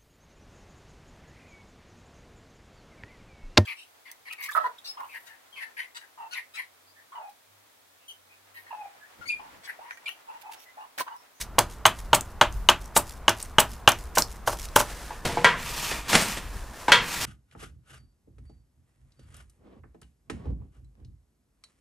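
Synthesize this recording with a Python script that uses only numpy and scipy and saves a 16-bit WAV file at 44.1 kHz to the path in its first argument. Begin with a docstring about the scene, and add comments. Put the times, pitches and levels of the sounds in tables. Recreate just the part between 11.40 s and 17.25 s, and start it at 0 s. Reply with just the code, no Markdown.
"""Hatchet and hand plane.

Outdoors, a hatchet chops twelve times into a stave on a block by a woodpile: each blow knocks, tears
fibres, and the blade rubs free. Then, in a small workshop, a jacket rustles, a boot steps up and an
iron plane is set on a clamped pole. Its sole rasps, the shaving hisses, the iron catches near the end,
and the plane is set down for a second stroke. Hush and low rumble lie under both places."""
import sys
import numpy as np
from scipy import signal
from scipy.fft import rfft, irfft
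from scipy.io import wavfile

SR = 44100
rng = np.random.default_rng(int(sys.argv[2]) if len(sys.argv) > 2 else 0)


def bounce(signal):
    """Save signal as a 16-bit WAV file at the path given by the first command-line argument."""
    frames = np.transpose(np.atleast_2d(signal))
    limited = np.clip(frames, -1, 1)
    pcm = np.round(limited * 32767).astype(np.int16)
    wavfile.write(sys.argv[1], SR, pcm)


N = 258117
TIME_S = np.arange(N) / SR
AGE_S = TIME_S[:2 ** 14]   # since a blow

# diffuse stereo width (frequency [Hz], side re mid [dB])
DIFFUSE_WIDTH = [(60, -17), (250, -15), (800, -21.5), (2100, -24.5), (4200, -5), (8000, 0), (13000, 2.5)]
# background spectra (frequency [Hz], density [dB])
YARD_HUSH = [(70, -38.5), (130, -12.5), (550, -16.5), (1000, -14), (1400, -18), (2200, -27.5), (3500, -35),
             (11000, -47), (15500, -45.5)]
SHOP_HUSH = [(70, -34), (130, -10), (600, -14.5), (1030, -11), (1400, -18), (1800, -13), (2600, -76),
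             (7500, -44), (15500, -53)]
RUMBLE_SPECTRUM = [(15, -6), (30, 3), (48, 3.5), (65, 1.5), (90, -8.5), (130, -13.5), (200, -18),
                   (400, -46.5)]
# reverberation (frequency [Hz], t60 [s])
YARD_T60 = [(150, 0.27), (400, 0.21), (1040, 0.17), (2800, 0.18), (7300, 0.14)]
SHOP_T60 = [(150, 0.81), (500, 0.31), (1500, 0.42), (4000, 0.3), (10000, 0.2)]

# blade skids along the grain (peak time [s], level [dB], rise [s], fall [s], fine fibres [dB])
BLADE_SKIDS = [(0.012, -27.5, 0.0049, 0.011, -49), (1.565, -18, 0.0041, 0.012, -20),
               (2.754, -28.5, 0.0012, .016, -34), (2.784, -23, 0.0064, 0.017, -25),
               (3.076, -27, 0.0048, 0.021, -47), (3.255, -37, .015, 0.0042, -53),
               (3.3607, -13.5, 0.0012, 0.0082, -22)]
# hatchet blows (time [s], knock [dB], treble shelf [dB], cut length [s], stop re knock [dB],
# tearing [dB], fine fibres [dB], rub [dB])
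BLOWS = [(0.184, -3, -5.5, 0.0063, -25, -7, -34, -48), (0.454, -5.5, 7.5, .011, -8.5, -16.5, -13.5, -48),
         (0.731, -1, -1.5, .019, -26, -18.5, -14, -53), (1.012, -3, 5.5, 0.0029, -25, -34, -29, -56),
         (1.2881, -5.5, 9.5, 0.011, -23, -17, -32.5, -50), (1.564, -5, -7, .010, -17, -31, -7, -46),
         (1.880, -5.5, 5.5, 0.015, -28, -19.5, -33, -41), (2.184, -1.5, 2.5, 0.019, -14, -18.5, -15.5, -47),
         (2.4758, -3, 7, .015, -18, -17, -22, -46.5), (2.772, -5.5, -13, .013, -8, -19, -23, -46),
         (3.0753, -8, -18, 0.052, -13, -35, -53, -41.5), (3.361, -1, -7, 0.041, -9, -20.5, -39, -53)]
# torn wood, its finest fibres, dense part of the knock (frequency [Hz], density [dB])
TEAR_SPECTRUM = [(600, -25), (2000, -7), (3500, -8), (6200, -5), (8000, -7), (11000, -8), (15500, -17)]
FINE_SPECTRUM = [(4000, -32), (7500, 2.5), (11000, -4.5), (15500, -6.5)]
KNOCK_SPECTRUM = [(50, -26), (100, -11), (250, -10.5), (550, -10.5), (930, -2), (1500, -7.5), (2100, -15.5),
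                  (3000, -11), (4300, -23.5), (5300, -30), (6400, -25), (10000, -34.5), (15500, -45.5)]
# splinters snapping (time [s], level [dB], pitch [Hz])
SPLINTER_SNAPS = [(0.809, -17.5, 7800), (1.1253, -34, 6600), (1.458, -35, 7100), (2.0273, -22, 8530),
                  (2.5188, -15.5, 6250), (2.588, -33.5, 7800), (2.7838, -6.5, 5940), (2.822, -13, 5530),
                  (3.287, -33, 4600), (3.363, -8, 14600)]
# one splinter (frequency / pitch [ratio], density [dB])
SPLINTER_SPECTRUM = [(.15, -36), (.55, -12), (1, 9), (1.5, -3.5), (3, -14)]
# stave, block and blade together (frequency [Hz], level [dB], t60 [s])
STAVE_MODES = [(105.1, -27, 0.4), (186.6, -33.5, 0.12), (348.6, -24, 0.19), (488, -10.5, 0.046),
               (584, -16.5, 0.15), (649.5, -16.5, 0.16), (835, -6, 0.061), (914, -5, 0.052),
               (1072, -4, 0.028), (1177, -8, 0.046), (1387, -26, 0.13), (1544, -6.5, 0.03),
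               (2120, -17.5, .04), (2825, -7, 0.029), (3064, -5.5, 0.027), (3350, -17, 0.065),
               (3885, -12.5, 0.011), (6330, -18, 0.045)]

# jacket rustles (peak time [s], level [dB])
JACKET_RUSTLES = [(3.5, -41), (3.66, -44.5), (5.158, -46), (5.42, -43.5)]
# plane bumping the pole, sole clapping down (time [s], level [dB], hardness [dB])
POLE_BUMPS = [(3.705, -32.5, 4), (3.893, -18, -35), (3.970, -12, -6.5), (5.481, -11, 3.5)]
PLANE_LANDINGS = [(4.0447, -7, -5.5), (5.519, -8.5, 2)]
# clamped pole, iron plane (frequency [Hz], level [dB], t60 [s])
POLE_MODES = [(174.4, -28, 0.98), (270, -17, 0.091), (358, -19.5, 0.19), (479, -19.5, 0.72),
              (694, -10, 0.082), (853, -5, 0.13), (965, -4.5, 0.087), (1060, -26, 0.091),
              (1590, -10.5, 0.059), (2210, -17, 0.092)]
PLANE_MODES = [(441, -20, .2), (549, -21, .18), (967, -8, .19), (1170, -17, .2), (1387, -14, .25),
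               (1600, -11, .22), (1940, -7, .18), (2260, -12, .19), (2655, -17, .2), (2950, -16, .16),
               (3253, -10, .22), (3520, -16, .21), (4255, -18, .25), (4620, -25, .22), (5180, -26, .2)]
# pushes; stroke one stalls and is forced on (time [s], length [s], effort [dB], slope [dB/s])
PLANE_PUSHES = [(4.161, 0.33, -12, 31.5), (4.679, 0.22, 4.5, -39.5), (5.605, 0.23, -11.5, 48)]
# reflection off the pole as the plane travels (time [s], lag [s])
REFLECTION_LAG = [(4.2, 0.00051), (4.55, 0.00081), (4.95, 0.001), (5.45, 0.00058), (5.65, 0.00041),
                  (5.85, 0.00061)]
# boot scuffs, iron catches, shaving squeaks (peak time [s], level [dB], rise [s], fall [s])
BOOT_SCUFFS = [(3.852, -22.5, 0.0014, 0.043), (3.905, -35.5, .008, 0.27)]
IRON_CATCHES = [(4.515, -27.5, 0.0043, 0.043), (4.731, -13.5, 0.0028, 0.011), (4.745, -17, 0.0024, 0.013),
                (4.7525, -6, 0.001, 0.0064), (4.762, -19.5, 0.036, 0.06), (4.972, -30, 0.0032, 0.018)]
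SHAVING_SQUEAKS = [(4.83, -34, .03, 0.028), (4.974, -40, .007, .008)]
# workshop source spectra (frequency [Hz], density [dB])
CLOTH_SPECTRUM = [(150, -7), (500, 4), (1500, 3.5), (3500, -2.5), (6000, -3.5), (10000, -6), (15500, -15)]
BOOT_SPECTRUM = [(20, 8), (60, -1), (160, 4), (300, -6), (650, -3), (1200, -9.5), (2200, -7), (4500, -14),
                 (9000, -18.5), (15500, -31)]
CLACK_SPECTRUM = [(50, -41), (100, -10), (190, -9), (310, -17.5), (500, -3), (800, -10), (1000, 1.5),
                  (1250, -3.5), (1800, -1), (3200, -5), (4200, -11), (8000, -18), (15500, -37)]
RASP_SPECTRUM = [(60, -36), (120, 8.5), (190, -1.5), (300, -14), (450, -21), (750, -1), (1100, 8),
                 (1600, 1.5), (2600, 6), (6000, -21.5), (10000, -45)]
SHAVING_SPECTRUM = [(2000, -5.5), (3500, -1.5), (6000, -3.5), (8400, -5), (10000, -8), (13000, -9),
                    (15500, -16)]
CATCH_SPECTRUM = [(60, -12), (110, -7.5), (200, -2), (330, -7), (650, -5), (900, -11), (1400, -6.5),
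                  (1900, -6.5), (4400, -14), (10000, -19), (15500, -56)]
SQUEAK_SPECTRUM = [(6500, -45), (8000, -9), (8450, -1), (8900, -18), (11000, -45)]

WOOD_DETUNE, IRON_DETUNE = 0.01, 0.001   # relative pitch scatter


def from_db(db):
    return np.exp(np.asarray(db) * (np.log(10) / 20))


def unit_rms(x):
    return x / np.sqrt(np.mean(x ** 2) + 1e-20)


def at_hz(table, hz):
    """Table lookup on a log-frequency axis."""
    known_hz, values = np.transpose(table)
    return np.interp(np.log(np.maximum(hz, 1)), np.log(known_hz), values)


def add(out, time_s, sound):
    start = round(time_s * SR)
    out[:, start:start + sound.shape[-1]] += sound[..., :N - start]


def decay(t60_s):
    return np.exp(-np.log(1000) * AGE_S / t60_s)


def noise(spectrum, size, grain=1, width_db=0):
    """Stereo noise, rms 1; grain weights the samples before colouring."""
    padded = 2 ** (size - 1).bit_length()
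    hz = np.fft.rfftfreq(padded, 1 / SR)
    white = np.float32(rng.standard_normal((2, size)) * grain)
    mid, side = rfft(white, padded) * np.float32(from_db(at_hz(spectrum, hz)))
    side = side * np.float32(from_db(at_hz(DIFFUSE_WIDTH, hz) + width_db))
    return unit_rms(irfft([mid + side, mid - side], padded)[:, :size])


def flutter(rate_hz):
    """Random curve, rms 1."""
    knots = rng.standard_normal(N // 4)
    return unit_rms(np.interp(TIME_S * rate_hz, np.arange(len(knots)), knots))


def crackle(spectrum, grain_db, rate_hz, width_db=-10):
    """Noise in tiny clumps of uneven strength, as when fibres fail."""
    grain = from_db(grain_db * np.clip(flutter(rate_hz), -2, 2))
    return noise(spectrum, N, grain, width_db)


def swells(rows):
    """Gain of exponential rises and falls, summed in power."""
    power = np.zeros(N)
    for peak_s, db, rise_s, fall_s in rows:
        near = slice(*np.searchsorted(TIME_S, [peak_s - 10 * rise_s, peak_s + 10 * fall_s]))
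        offset_s = TIME_S[near] - peak_s
        shape = np.exp(-np.maximum(-offset_s / rise_s, offset_s / fall_s))
        power[near] += (from_db(db) * shape) ** 2
    return np.sqrt(power)


def diffuse_tail(spectrum, t60_table, width_db=-3):
    """Scattered sound; each octave decays at its own rate."""
    bins = rfft(noise(spectrum, len(AGE_S), width_db=width_db))
    hz = np.fft.rfftfreq(len(AGE_S), 1 / SR)
    octave = np.log2(np.clip(hz, 125, 16000) / 125)
    bands = [irfft(bins * np.maximum(1 - abs(octave - k), 0)) for k in range(8)]
    return sum(band * decay(at_hz(t60_table, 125 * 2 ** k)) for k, band in enumerate(bands))


def with_reverb(x, t60_table, wet_db):
    """Direct sound plus scattered reflections."""
    response = diffuse_tail([(100, 0), (16000, 0)], t60_table)
    response = response / np.sqrt(np.sum(response ** 2) / 2)
    return x + from_db(wet_db) * signal.oaconvolve(x, response, axes=1)[:, :N]


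def ringing(modes, detune, spread_db=1.8):
    """Struck body; the contact point shifts each mode's level and pitch slightly."""
    out = np.zeros(len(AGE_S))
    for k, (hz, db, t60_s) in enumerate(modes):
        gain = (-1) ** k * from_db(db + spread_db * rng.normal())
        pitch_hz = hz * (1 + detune * rng.normal())
        out += gain * decay(t60_s) * np.sin(2 * np.pi * pitch_hz * AGE_S)
    return out


def treble_shelf(x, gain_db, corner_hz):
    """Contact hardness: a slow, glancing touch leaves the high modes quiet."""
    w, g = 2 * np.pi * corner_hz, from_db(gain_db)
    b, a = signal.bilinear([g, np.sqrt(2 * g) * w, w * w], [1, np.sqrt(2) * w, w * w], SR)
    return signal.lfilter(b, a, x)


def from_right(x, lag_samples):
    """Source right of centre: all-pass delay on the left channel."""
    k = (1 - lag_samples) / (1 + lag_samples)
    return np.array([signal.lfilter([k, 1], [1, k], x[0] + 1e-18), x[1]])


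def air(yard_db=-49, shop_db=-48, rumble_db=-41, waver_db=2.4, indoors_s=3.44, fade_s=0.021):
    """Distant wash outdoors, then steady hush indoors; wavering rumble under both."""
    indoors = np.clip((TIME_S - indoors_s) / fade_s, 0, 1)
    yard = (1 - indoors) * from_db(yard_db) * noise(YARD_HUSH, N)
    shop = indoors * from_db(shop_db) * noise(SHOP_HUSH, N)
    rumble = from_db(rumble_db + waver_db * flutter(rate_hz=6)) * noise(RUMBLE_SPECTRUM, N)
    return yard + shop + rumble


def tearing(cuts, rise_share=0.26, fall_share=0.25):
    """Gain of cuts that build from the blow until the chip gives way."""
    return sum(swells([(s + cut_s, db, rise_share * cut_s, fall_share * cut_s)]) * (TIME_S > s)
               for s, cut_s, db in cuts)


def fibres(rub_after_s=0.13, rub_rise_s=0.031, rub_fall_s=0.048, snap_db=-1, snap_t60_s=0.0089):
    """The blade skids, tears fibres and rubs back out; splinters snap."""
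    blow_s, _, _, cut_s, _, tear_db, fine_db, rub_db = np.transpose(BLOWS)
    skids = swells(row[:4] for row in BLADE_SKIDS)
    fine_skids = swells((s, db, rise_s, fall_s) for s, _, rise_s, fall_s, db in BLADE_SKIDS)
    coarse = np.hypot(tearing(zip(blow_s, cut_s, tear_db)), skids)
    fine = np.hypot(tearing(zip(blow_s, cut_s, fine_db)), fine_skids)
    rubs = swells((s + rub_after_s, db, rub_rise_s, rub_fall_s) for s, db in zip(blow_s, rub_db))
    out = coarse * crackle(TEAR_SPECTRUM, grain_db=4, rate_hz=2000, width_db=-26)
    out += fine * crackle(FINE_SPECTRUM, grain_db=6, rate_hz=1400, width_db=-22.5)
    out += rubs * crackle(TEAR_SPECTRUM, grain_db=5.5, rate_hz=450, width_db=-22)
    for time_s, db, pitch_hz in SPLINTER_SNAPS:
        spectrum = [(pitch_hz * ratio, density_db) for ratio, density_db in SPLINTER_SPECTRUM]
        snap = noise(spectrum, len(AGE_S), width_db=-19) * decay(snap_t60_s)
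        add(out, time_s, from_db(db + snap_db) * snap)
    return with_reverb(out, YARD_T60, wet_db=-9)


def hatchet(ring_db=-3.5, crack_db=-6.5, scatter_db=-14.5, scatter_rise_s=0.0032, stop_rise_s=0.0015):
    """Each blow cracks, rings the stave and scatters off the woodpile; the blade knocks again at rest."""
    out = np.zeros((2, N))
    for time_s, db, hardness_db, cut_s, stop_db, *_ in BLOWS:
        ring = from_db(ring_db) * ringing(STAVE_MODES, WOOD_DETUNE)
        crack = from_db(crack_db) * noise(KNOCK_SPECTRUM, len(AGE_S), width_db=-12) * decay(t60_s=0.036)
        scatter = from_db(scatter_db) * diffuse_tail(KNOCK_SPECTRUM, YARD_T60, width_db=-5.5)
        scatter *= 1 - np.exp(-AGE_S / scatter_rise_s)
        knock = from_db(db) * treble_shelf(ring + crack + scatter, hardness_db, corner_hz=1480)
        stop = from_db(stop_db) * knock * (1 - np.exp(-AGE_S / stop_rise_s))   # wedging blunts the onset
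        add(out, time_s, knock)
        add(out, time_s + cut_s, stop)
    return from_right(out, lag_samples=0.22)


def jacket(rise_s=0.13, fall_s=0.15):
    """Cloth rustles as the arms swing the plane into place."""
    gain = swells((s, db, rise_s, fall_s) for s, db in JACKET_RUSTLES)
    return gain * crackle(CLOTH_SPECTRUM, grain_db=1.4, rate_hz=320, width_db=-6)


def pole_bumps(ring_db=-1, room_db=-8, contact_s=0.0007):
    """Lining up the plane rings the wooden pole with a soft onset."""
    out = np.zeros((2, N))
    for time_s, db, hardness_db in POLE_BUMPS:
        ring = from_db(ring_db) * ringing(POLE_MODES, WOOD_DETUNE)
        room = from_db(room_db) * diffuse_tail(CLACK_SPECTRUM, SHOP_T60)
        room = treble_shelf(room, gain_db=-10.5, corner_hz=1020)
        bump = treble_shelf(ring + room, hardness_db, corner_hz=790)
        add(out, time_s, from_db(db) * bump * (1 - np.exp(-AGE_S / contact_s)))
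    return out


def boot():
    """A heel thuds and drags over grit."""
    return swells(BOOT_SCUFFS) * crackle(BOOT_SPECTRUM, grain_db=1.5, rate_hz=480)


def plane_knocks(ring_db=1.5, room_db=-6, clack_db=-1.5):
    """The iron sole claps down, rings and fills the workshop."""
    out = np.zeros((2, N))
    for time_s, db, hardness_db in PLANE_LANDINGS:
        ring = from_db(ring_db) * ringing(PLANE_MODES, IRON_DETUNE)
        ring = treble_shelf(ring, hardness_db / 2, corner_hz=2750)   # hard landings wake the high modes
        clack = from_db(clack_db) * noise(CLACK_SPECTRUM, len(AGE_S), width_db=-12) * decay(t60_s=0.066)
        room = from_db(room_db) * diffuse_tail(CLACK_SPECTRUM, SHOP_T60, width_db=-5.5)
        add(out, time_s, from_db(db) * treble_shelf(ring + clack + room, hardness_db, corner_hz=2070))
    return from_right(out, lag_samples=0.25)


def effort(attack_s=0.022, release_s=0.073):
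    """Gain of the pushes: each sets in, gains or loses speed, and runs out."""
    gain = np.zeros(N)
    for start_s, length_s, db, db_per_s in PLANE_PUSHES:
        age_s = np.maximum(TIME_S - start_s, 0)
        attack = 1 - np.exp(-age_s / attack_s)
        release = np.exp(-np.maximum(age_s - length_s, 0) / release_s)
        gain += attack * from_db(db + db_per_s * np.minimum(age_s, length_s)) * release
    return gain


def pole_reflection(x, reflection_db=-19):
    """A reflection of changing path length sweeps ripples through the spectrum."""
    lag_s = np.interp(TIME_S, *np.transpose(REFLECTION_LAG))
    reflection = np.array([np.interp(TIME_S - lag_s, TIME_S, channel) for channel in x])
    gain = from_db(reflection_db)
    return (x + gain * reflection) / np.sqrt(1 + gain ** 2)


def planing(rasp_db=-35, hiss_db=-30, catch_db=-1, body_db=-7, rasp_exponent=0.71):
    """The sole rasps and rings the plane; the shaving hisses, squeaks and breaks as the iron catches."""
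    push = effort()
    ripple_db = 1.37 * flutter(rate_hz=70)   # cut depth varies with the grain
    friction = crackle(RASP_SPECTRUM, grain_db=0, rate_hz=510, width_db=-66)
    body = unit_rms(signal.oaconvolve(friction[0], ringing(PLANE_MODES, IRON_DETUNE))[:N])
    rasp = push ** rasp_exponent * from_db(rasp_db + ripple_db) * (friction + from_db(body_db) * body)
    hiss = push * from_db(hiss_db + ripple_db) * crackle(SHAVING_SPECTRUM, grain_db=-2, rate_hz=1600)
    breaking = crackle(CATCH_SPECTRUM, grain_db=-0.5, rate_hz=1200, width_db=-31)
    catch = from_db(catch_db) * swells(IRON_CATCHES) * breaking
    squeak = swells(SHAVING_SQUEAKS) * noise(SQUEAK_SPECTRUM, N, width_db=-10)
    return with_reverb(pole_reflection(rasp + hiss) + catch + squeak, SHOP_T60, wet_db=-11.5)


def scene():
    """Chopping outdoors, then planing indoors."""
    return air() + fibres() + hatchet() + jacket() + pole_bumps() + boot() + plane_knocks() + planing()


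def record(dry, cutoff_hz=15500):
    """Soft clip, then steep low-pass."""
    rounded = dry / (1 + dry ** 6) ** (1 / 6)
    return signal.sosfilt(signal.ellip(10, 0.2, 80, cutoff_hz, fs=SR, output="sos"), rounded)


dry = scene()
out = record(dry)
bounce(out)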